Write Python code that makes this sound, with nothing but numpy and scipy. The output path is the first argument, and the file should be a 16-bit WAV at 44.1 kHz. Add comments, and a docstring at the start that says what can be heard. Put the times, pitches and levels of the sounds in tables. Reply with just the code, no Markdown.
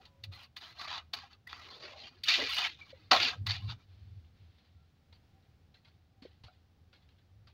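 """A worker spreads wet, stony concrete with a steel trowel, outdoors beside a wall.
0-3.8 s: the blade drags through the mix, crushing grit and pushing mortar; it knocks on stones,
hardest at 2.3 and 3.1 s, and air pockets plop. Near 3.5 s the light breeze that rumbles on the
microphone throughout gusts most. From 3.9 s his clothes rustle as he stands up; from 4.2 s he
walks off in rubber boots over crackling plastic sheeting, against a faint far hiss."""
import sys
import numpy as np
from scipy import signal
from scipy.fft import rfft, irfft
from scipy.io import wavfile

SR = 44100
rng = np.random.default_rng(int(sys.argv[2]) if len(sys.argv) > 2 else 0)


def generate_wav(signal):
    """Clip the signal to [-1, 1] and save it as 16-bit WAV at the path in sys.argv[1]."""
    frames = np.transpose(np.atleast_2d(signal))
    scaled = np.clip(frames, -1, 1) * 32767
    pcm = np.round(scaled).astype(np.int16)
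    wavfile.write(sys.argv[1], SR, pcm)


N = 332073
TIME = np.arange(N) / SR

# blade hits stone: (time [s], level [dB], t60 [s], body re edge [dB], fizz re edge [dB], favoured [Hz])
KNOCKS = [(0.049, -46.5, 0.062, -25, -23, 4500), (0.233, -32.5, 0.054, -17, -19, 3000),
          (0.559, -35, 0.085, -9, -16, 3600), (0.811, -27.5, 0.027, -3, -37, 3500),
          (0.951, -34, 0.039, -5, -35, 4000), (0.975, -31, 0.037, -7, -45, 3600),
          (1.13, -23, .065, -8.5, -18, 4370), (1.329, -44.5, 0.017, -14, -25, 4600),
          (1.468, -45, 0.054, -4, -8.5, 2500), (1.529, -26, 0.007, 0, -40, 2660),
          (2.232, -26.5, 0.054, -28, -15.5, 4070), (2.281, -11.5, 0.043, -18.5, -32, 2830),
          (2.298, -21.5, 0.054, -20.5, -23, 3500), (2.334, -14.5, 0.061, -39, -46, 2800),
          (2.574, -22.5, 0.12, -9, -23, 3470), (3.109, -5, 0.061, -1.5, -51, 3530),
          (3.127, -13.5, 0.045, -4.5, -27, 4400), (3.149, -20, 0.031, 4.5, -37, 2700),
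          (3.46, -25, 0.078, -8.5, -19, 4100), (3.506, -17.5, 0.0052, -31, -32, 4150)]
KNOCK_RISE_PER_T60 = .11
# spectra of blade edge, blade body and soft mortar: (frequency [Hz], level [dB])
EDGE_SPECTRUM = [(700, -38), (1300, -15), (1800, -5.5), (2500, 3.5), (4000, 3), (4700, 3), (5300, -3.5),
                 (6800, -12.5), (7800, -31), (9500, -34.5), (12500, -30.5), (15500, -34)]
BODY_SPECTRUM = [(300, -23), (500, -14), (700, -3), (1050, 1.5), (1400, 1), (2000, -13), (3500, -50),
                 (8000, -60)]
MORTAR_SPECTRUM = [(100, -22.5), (200, -1), (290, 4.5), (480, -1), (700, -13.5), (1500, -36.5),
                   (5000, -57.5)]


def scraping(edge_db=1.0, body_db=-2.5, mortar_db=-3.5, stones_db=-12):
    """Grit slips under the blade, wet pockets burst, pebbles tick, mortar is pushed ahead."""
    grit = grains(per_s=8000, spread_db=3.4, clump_db=2.3, clump_per_s=260)
    wet = .4 * pockets(per_s=330, life_s=.03, spread_db=10, low_hz=600, high_hz=4800)
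    squelch = pockets(per_s=90, life_s=.06, spread_db=6, low_hz=180, high_hz=620)
    squelch += grains(per_s=1100, spread_db=0.5, clump_db=4.0, clump_per_s=60)
    stones = from_db(stones_db) * grains(per_s=46, spread_db=2.0, clump_db=1.0, clump_per_s=12)
    steel = blade(grit + wet + stones, ring_db=-3, swing_db=5)
    on_edge, on_body, on_mortar, on_fizz = pressure()
    edge = from_db(edge_db) * on_edge * unit_rms(colour(cavities(steel), EDGE_SPECTRUM))
    body = from_db(body_db) * on_body * unit_rms(colour(steel, BODY_SPECTRUM))
    mortar = from_db(mortar_db) * on_mortar * unit_rms(colour(squelch, MORTAR_SPECTRUM))
    return edge + body + mortar + treble_fizz(on_fizz, gain_db=0.5) + furrow()


def pressure(judder_db=0.11, judder_per_s=70):
    """Gains of edge, body, mortar and fizz under uneven drag; pushes add in power."""
    # pushes: (time [s], length [s], edge [dB], fade [dB], body [dB], mortar [dB], fizz [dB])
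    # last three re edge
    strokes = [(0.0, 0.074, -62.5, 7.5, 0, -3, -37), (0.309, .14, -54.5, 5, -2.5, -16.5, -17.5),
               (0.597, 0.13, -49.5, 7, -3.5, -20, -25), (0.737, 0.053, -65, -11.5, -2, -25, -24),
               (0.782, 0.075, -45.5, 2, 0, -26, -25), (0.861, 0.13, -43.5, 4.5, 1.5, -24.5, -40),
               (1.15, 0.13, -46, 19, -2.5, -10, -27), (1.29, 0.058, -63, 1.5, -3, -15, -30),
               (1.478, .30, -53, 4.5, -1.5, -16, -26.5), (1.785, .15, -55, -3, -2.5, -5, -44),
               (1.945, 0.14, -57, -5, -10.5, -15, -44), (2.097, 0.13, -68.5, 7.5, 1, 4, -35),
               (2.238, 0.042, -42.5, -2, -20, -22, -22), (2.267, 0.21, -26, 11, -14.5, -31.5, -37),
               (2.373, .055, -41.5, 12, 9.5, 3.5, -40), (2.474, 0.11, -35, -0.5, -12.5, -32, -21.5),
               (2.558, 0.11, -33.5, 1.5, -7, -27, -30), (2.677, 0.098, -45.5, 19.5, -27, -15, -38),
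               (2.775, 0.056, -57.5, 1.5, -8, -15, -35), (2.841, 0.071, -60.5, -1.5, -8, -12.5, -30),
               (2.927, 0.18, -67.5, 8, -1.5, -2, -35), (3.115, 0.074, -23, 10.5, -3, -18, -29.5),
               (3.184, 0.11, -30, 4.5, -7.5, -16.5, -32), (3.286, 0.055, -41, 7, -3, -18, -49),
               (3.475, 0.091, -34.5, 9.5, -8, -39, -35), (3.585, 0.12, -62, 5.5, -1, -22, -17),
               (3.666, 0.056, -57.5, -8.5, -1.5, -22, -39), (3.763, 0.064, -70.5, -1, -1, -7, -35.5)]
    pushes = np.array([from_db(db) * push(s, length_s, fade_db)
                       for s, length_s, db, fade_db, *_ in strokes])
    shares = from_db([(0, *row[4:]) for row in strokes])
    return np.sqrt(shares.T ** 2 @ pushes ** 2) * from_db(judder_db * drift(judder_per_s))


def push(start_s, length_s, fade_db, attack_s=0.019, lift_db_per_s=642.5,
         crumbs_db=-22, crumbs_db_per_s=200):
    """Stroke envelope: the edge bites, pressure eases, the blade lifts, crumbs trickle back."""
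    t = np.maximum(TIME - start_s, 0)
    after_s = np.maximum(t - length_s, 0)
    bite = np.minimum(t / attack_s, 1) ** 2
    ease = from_db(-fade_db * np.minimum(t / length_s, 1))
    lift = from_db(-lift_db_per_s * after_s)
    crumbs = from_db(crumbs_db - crumbs_db_per_s * after_s)
    return bite * ease * np.maximum(lift, crumbs)


def blade(x, ring_db, swing_db=0, direct=0.89):
    """Direct grit plus ringing steel; swing_db varies the modes as the contact slides."""
    # damped blade modes: (frequency [Hz], width [Hz], level [dB])
    modes = [(717, 17, 5.5), (830.8, 31, 2.5), (1092, 130, -5.5), (1290, 54, 0.5), (1673, 70, -4),
             (1960, 82, 0.5), (2410, 47, -6), (2914, 82, -4.5), (3620, 140, -2), (4100, 140, -3),
             (4590, 100, -3.5)]
    out = direct * x
    for hz, width_hz, db in modes:
        r = np.exp(-np.pi * width_hz / SR)
        b = np.array([1, 0, -1]) * (1 - r * r) / 2
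        a = [1, -2 * r * np.cos(2 * np.pi * hz / SR), r * r]
        drive = x * from_db(swing_db * np.clip(drift(22), -2, 2)) if swing_db else x
        out += from_db(db + ring_db) * signal.lfilter(b, a, drive + 1e-18)
    return out


def cavities(x, swing_db=3.5, drift_per_s=20):
    """Gaps between blade and mix open and close, shifting the colour of the scrape."""
    # gap resonances: (frequency [Hz])
    gaps_hz = [1500, 2100, 2800, 3580, 4500]
    out = x
    for hz in gaps_hz:
        band = signal.lfilter(*signal.iirpeak(hz, Q=4, fs=SR), x)
        gain = from_db(swing_db * np.clip(drift(drift_per_s), -2, 2))
        out = out + (gain - 1) * band
    return out


def knocks(gain_db=-11.0, mortar_db=-13.5):
    """Each knock crushes a dense cluster of wet grit and rings the blade."""
    on_edge, on_body, on_fizz = np.zeros((3, N))
    for s, db, t60_s, body_db, fizz_db, _ in KNOCKS:
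        peak = from_db(db + gain_db) / np.hypot(1, from_db(body_db))
        force = peak * burst(s, KNOCK_RISE_PER_T60 * t60_s, t60_s)
        on_edge += force
        on_body += force * from_db(body_db)
        on_fizz += force * from_db(fizz_db)
    crush = grains(per_s=16000, spread_db=-1.5, clump_db=1.0, clump_per_s=590)
    edge = colour(blade(crush * on_edge, ring_db=3), EDGE_SPECTRUM)
    thump = blade(crush * on_body, ring_db=2)
    body = colour(thump, BODY_SPECTRUM)
    mortar = from_db(mortar_db) * colour(thump, MORTAR_SPECTRUM)
    return edge + body + mortar + treble_fizz(on_fizz, gain_db=3.5)


def tip_clinks(falloff_db_per_octave=18.5):
    """Knocks ring the tip, most near the pitch the contact point favours, less when buried."""
    # tip modes: (frequency [Hz], level [dB], t60 [s])
    modes = [(2640, -10, 0.038), (3570, -7, 0.039), (3970, -10, .07), (4440, -7.5, 0.051)]
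    rings = []
    for s, db, t60_s, body_db, _, favoured_hz in KNOCKS:
        start_s = s + KNOCK_RISE_PER_T60 * t60_s / 2
        buried_db = np.clip(body_db + 9.5, 0, 10)
        for hz, mode_db, mode_t60_s in modes:
            off_pitch_db = falloff_db_per_octave * abs(np.log2(hz / favoured_hz))
            ring_db = db + mode_db - off_pitch_db - buried_db
            rings.append((start_s, hz, ring_db, min(mode_t60_s, 2 * t60_s)))
    return damped_tones(rings, rise_s=.003, waver=.015)


def treble_fizz(force, gain_db, highpass_hz=8000):
    """A faint, thin fizz above 8 kHz follows the scrapes and knocks."""
    clicks = grains(per_s=7000, spread_db=3.5, clump_db=2.5, clump_per_s=160)
    highpass = signal.butter(4, highpass_hz, "high", fs=SR, output="sos")
    return from_db(gain_db) * signal.sosfilt(highpass, force * clicks + 1e-18)


def furrow(width_hz=220):
    """The hollow behind the blade gulps as it closes; its resonance glides."""
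    # one list per gulp: (time [s], resonance [Hz], level [dB])
    gulps = [
        [(1.63, 400.4, -79), (1.68, 427.1, -63.5), (1.78, 449, -63.5), (1.83, 554.7, -59), (1.92, 620, -60.5),
         (2.06, 740, -61.5), (2.11, 743.2, -87)],
        [(2.38, 631, -42.5), (2.40, 560, -45.5), (2.44, 493.7, -46.5), (2.48, 480, -58)],
        [(3.116, 764.2, -25.5), (3.16, 688, -32.5), (3.185, 640.7, -45), (3.3, 620, -69.5), (3.37, 570, -66.5)],
    ]
    s, hz, _ = np.concatenate(gulps).T
    return gated_gain(gulps, db_column=2) * resonance(np.interp(TIME, s, hz), width_hz)


def plops():
    """Air pockets and pebbles each sound one short note."""
    # notes: (time [s], pitch [Hz], peak [dB], t60 [s])
    notes = [(1.229, 800, -47.5, 0.06), (1.466, 1930, -40.5, 0.048), (2.388, 620, -37.5, 0.034),
             (2.392, 400, -61, 0.054), (2.418, 280, -39, .08), (2.807, 2320, -43.5, 0.1),
             (2.924, 560, -44, .07), (3.328, 1600, -41.5, 0.038)]
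    return damped_tones(notes, rise_s=.009, waver=.05)


def footsteps(crackle_db=-16.0):
    """Soles crinkle wet, gritty plastic; rubber boots knock hollowly; cloth rustles."""
    # landings: (time [s], level [dB], roll of the sole [dB])
    steps = [(4.242, -60, -5.5), (4.579, -55.5, 1), (4.64, -59.5, -7), (5.122, -48, -9.5), (5.42, -64, 8.5),
             (5.739, -47, -6), (5.844, -49, 2), (6.218, -43.5, 3), (6.433, -42, 0), (6.925, -46.5, 2),
             (7.085, -58, 2.5), (7.18, -62, -3), (7.467, -46, -17)]
    # heel, sole, sheet settling: (delay [s], level [dB], rise [s], t60 [s])
    footfall = [(0, 2, 0.006, 0.13), (.02, -13.5, 0.015, 0.21), (.07, -19.5, .03, .4)]
    # boot knocks: (time [s], pitch [Hz], peak [dB], t60 [s])
    thuds = [(6.220, 266, -47, 0.074), (6.250, 390, -43, .05), (6.251, 520, -40, 0.025),
             (6.438, 105, -44.5, 0.11), (6.480, 715, -57.5, 0.15), (6.480, 1380, -56.5, .07)]
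    # trousers and sleeves: (time [s], level [dB])
    rustle = [(3.87, -82), (3.91, -73.5), (4.2, -79), (4.32, -87.5), (4.38, -75), (4.62, -78),
              (4.85, -84.5), (5.05, -95)]
    # plastic and cloth: (frequency [Hz], level [dB])
    spectrum = [(150, -34.5), (500, -0.5), (1000, -4), (2500, -0.5), (3600, 1.5), (4400, 1.5), (5400, -9.5),
                (8000, -29.5), (15000, -33.5)]
    weight = np.zeros(N)
    for s, db, roll_db in steps:
        for part, (delay_s, part_db, rise_s, t60_s) in enumerate(footfall):
            peak = from_db(db + part_db + crackle_db + (roll_db if part else 0))
            weight += peak * burst(s + delay_s, rise_s, t60_s)
    crackle = grains(per_s=8000, spread_db=2.6, clump_db=1.6, clump_per_s=200)
    crackle += .4 * pockets(per_s=300, life_s=.03, spread_db=8, low_hz=700, high_hz=4800)
    cloth = gated_gain([rustle], db_column=1) * colour(rng.standard_normal(N), spectrum)
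    boots = damped_tones(thuds, rise_s=0.0038, waver=0.061)
    return colour(weight * crackle, spectrum) + boots + cloth


def yard(x, wall_s=.0065, wall_db=-20.5, tail_db=-26.0, t60_s=0.24, lowpass_hz=5000):
    """One wall reflection, then thin scatter from the surroundings."""
    t = TIME[:SR]
    scatter = rng.standard_normal(SR) * from_db(-60 * t / t60_s) * np.minimum(t / .03, 1)
    lowpass = signal.butter(2, lowpass_hz, fs=SR, output="sos")
    echo = from_db(tail_db) * signal.sosfilt(lowpass, scatter / np.linalg.norm(scatter))
    echo[int(wall_s * SR)] += from_db(wall_db)
    return x + signal.oaconvolve(x, echo)[:N]


def breeze(boom_db=-1.0, rumble_db=-8.5, calm_db=-66, swing_db=1.5, calm_hz=84, gust_hz=101):
    """Wind buffets: broad rumble plus one low resonance that rises in gusts."""
    # gusts: (crest [s], half width [s], level [dB])
    gusts = [(0.29, .07, -50), (2.46, .03, -56.5), (3.24, .15, -52.5), (3.47, 0.088, -39),
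             (3.68, .075, -39), (4.12, .2, -52.5), (4.44, .05, -56.5), (6.44, .04, -57), (7.43, .09, -57)]
    # rumble: (frequency [Hz], level [dB])
    spectrum = [(20, -40), (45, -29), (65, -9.5), (85, -1), (104, 5), (125, -7.5), (160, -9), (220, -15.5),
                (400, -30.5), (1500, -62.5)]
    gusting = sum(from_db(db) * np.exp(-((TIME - s) / width_s) ** 2) for s, width_s, db in gusts)
    strength = np.hypot(gusting, from_db(calm_db + swing_db * drift(8)))
    boom_hz = np.interp(20 * np.log10(strength), [-62, -46], [calm_hz, gust_hz])
    boom = from_db(boom_db) * resonance(boom_hz, width_hz=24)
    rumble = from_db(rumble_db) * colour(rng.standard_normal(N), spectrum)
    return strength * (boom + rumble)


def far_air(level_db=-69.5, swing_db=0.83):
    """Faint distant rumble and hiss."""
    # background: (frequency [Hz], level [dB])
    spectrum = [(25, -9), (45, -6), (70, 1), (130, 1), (346, -12.5), (500, -15), (760, -20), (1000, -22),
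                (1300, -21.5), (2270, -24), (4220, -25.5), (5500, -30), (8170, -41.5), (13500, -42.5),
                (15500, -34)]
    return from_db(level_db + swing_db * drift(2.3)) * colour(rng.standard_normal(N), spectrum)


def far_tones(waver=0.0141):
    """Soft, unsteady distant notes swell and fade."""
    # notes: (time [s], pitch [Hz], peak [dB], length [s])
    notes = [(0.0, 550, -72.5, 0.52), (0.0, 990, -76, 0.25), (0.0, 760, -57, 0.018),
             (4.739, 1370, -79.5, 0.13), (5.331, 780, -71.5, 0.076), (6.142, 770, -73.5, 0.12)]
    out = np.zeros(N)
    warped_s = TIME + waver * np.cumsum(drift(60)) / SR
    for s, hz, db, length_s in notes:
        on = (TIME >= s) & (TIME < s + length_s)
        swell = np.sin(np.pi * (TIME[on] - s) / length_s)
        out[on] += from_db(db) * swell * np.sin(2 * np.pi * hz * warped_s[on])
    return out


def far_band(hz=760, width_hz=120, level_db=-87.5, swing_db=1.5):
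    """A narrow band of distant noise swells and fades."""
    return from_db(level_db + swing_db * drift(15)) * resonance(hz, width_hz)


def grains(per_s, spread_db, clump_db, clump_per_s):
    """Random clicks of uneven size, level clumped in time; rms 1."""
    sizes = from_db(spread_db * np.minimum(rng.exponential(1, N), 4)) * rng.choice([-1, 1], N)
    hits = rng.random(N) < per_s / SR
    return unit_rms(sizes * hits * from_db(clump_db * drift(clump_per_s)))


def pockets(per_s, life_s, spread_db, low_hz, high_hz):
    """Tiny wet cavities open at random and ring, each at its own pitch; rms 1."""
    when, pitch, size, phase = rng.random((int(per_s * N / SR), 4)).T[:, :, None]
    t = TIME[:int(life_s * SR)]
    hz = low_hz + (high_hz - low_hz) * pitch
    envelope = np.sqrt(t / life_s) * (1 - t / life_s) ** 2
    rings = np.sin(2 * np.pi * (hz * t + phase)) * envelope * from_db(spread_db * size)
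    index = (when * N).astype(int) + np.arange(len(t))
    return unit_rms(np.bincount(index.ravel(), rings.ravel(), N)[:N])


def damped_tones(rows, rise_s, waver):
    """Short decaying sines; waver is the relative rms pitch deviation."""
    out = np.zeros(N)
    warped_s = TIME + waver * np.cumsum(drift(250)) / SR
    for s, hz, db, t60_s in rows:
        envelope = burst(s, rise_s, t60_s)
        on = envelope > 0
        out[on] += from_db(db) * envelope[on] * np.sin(2 * np.pi * hz * warped_s[on])
    return out


def resonance(hz, width_hz):
    """Narrow noise around a steady or moving centre; rms 1."""
    lowpass = signal.butter(2, width_hz / 2, fs=SR, output="sos")
    i, q = signal.sosfilt(lowpass, rng.standard_normal((2, N)))
    phase = 2 * np.pi * np.cumsum(hz * np.ones(N)) / SR
    return unit_rms(i * np.cos(phase) + q * np.sin(phase))


def burst(start_s, rise_s, t60_s):
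    """Contact envelope: quadratic rise to 1, exponential fall."""
    out, start = np.zeros(N), min(int(start_s * SR), N)
    t = TIME[:min(N - start, int((rise_s + 2 * t60_s) * SR))]
    fall = from_db(-60 * np.maximum(t - rise_s, 0) / t60_s)
    out[start:start + len(t)] = np.minimum(t / rise_s, 1) ** 2 * fall
    return out


def gated_gain(curves, db_column, fade_s=.006):
    """Gain along dB curves, silent outside them."""
    s, db = np.concatenate(curves)[:, [0, db_column]].T
    gate = np.zeros(N)
    for rows in curves:
        start_s, end_s = rows[0][0], rows[-1][0]
        gate += np.interp(TIME, [start_s - fade_s, start_s, end_s, end_s + 2 * fade_s], [0, 1, 1, 0])
    return np.minimum(gate, 1) * from_db(np.interp(TIME, s, db))


def colour(x, spectrum, taps=4096):
    """Minimum-phase filter to a spectrum; keeps white-noise power."""
    hz, db = np.transpose(spectrum)
    bins_hz = np.fft.rfftfreq(taps, 1 / SR)
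    gain = unit_rms(from_db(np.interp(np.log(bins_hz + 1), np.log(hz), db)))
    cepstrum = irfft(np.log(gain))
    cepstrum[1:taps // 2] *= 2
    cepstrum[taps // 2 + 1:] = 0
    return signal.oaconvolve(x, irfft(np.exp(rfft(cepstrum))))[:N]


def drift(per_s):
    """Line through random knots; rms 1."""
    knots = rng.standard_normal(8000)
    return unit_rms(np.interp(TIME * per_s, np.arange(len(knots)), knots))


def from_db(db):
    """Decibels to gain."""
    return 10 ** (np.asarray(db) / 20)


def unit_rms(x):
    """Scale to rms 1."""
    return x / np.sqrt(np.mean(x ** 2) + 1e-20)


def scene():
    """Trowel work and steps in the yard, over breeze and distant background; mono."""
    work = plops() + scraping() + knocks() + tip_clinks() + footsteps()
    return (yard(work) + breeze() + far_air() + far_tones() + far_band())[None]


def record(dry):
    """Steep low-pass on the top treble."""
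    cutoff_hz = 15700
    return signal.sosfilt(signal.ellip(10, .1, 70, cutoff_hz, fs=SR, output="sos"), dry)


dry = scene()
out = record(dry)
generate_wav(out)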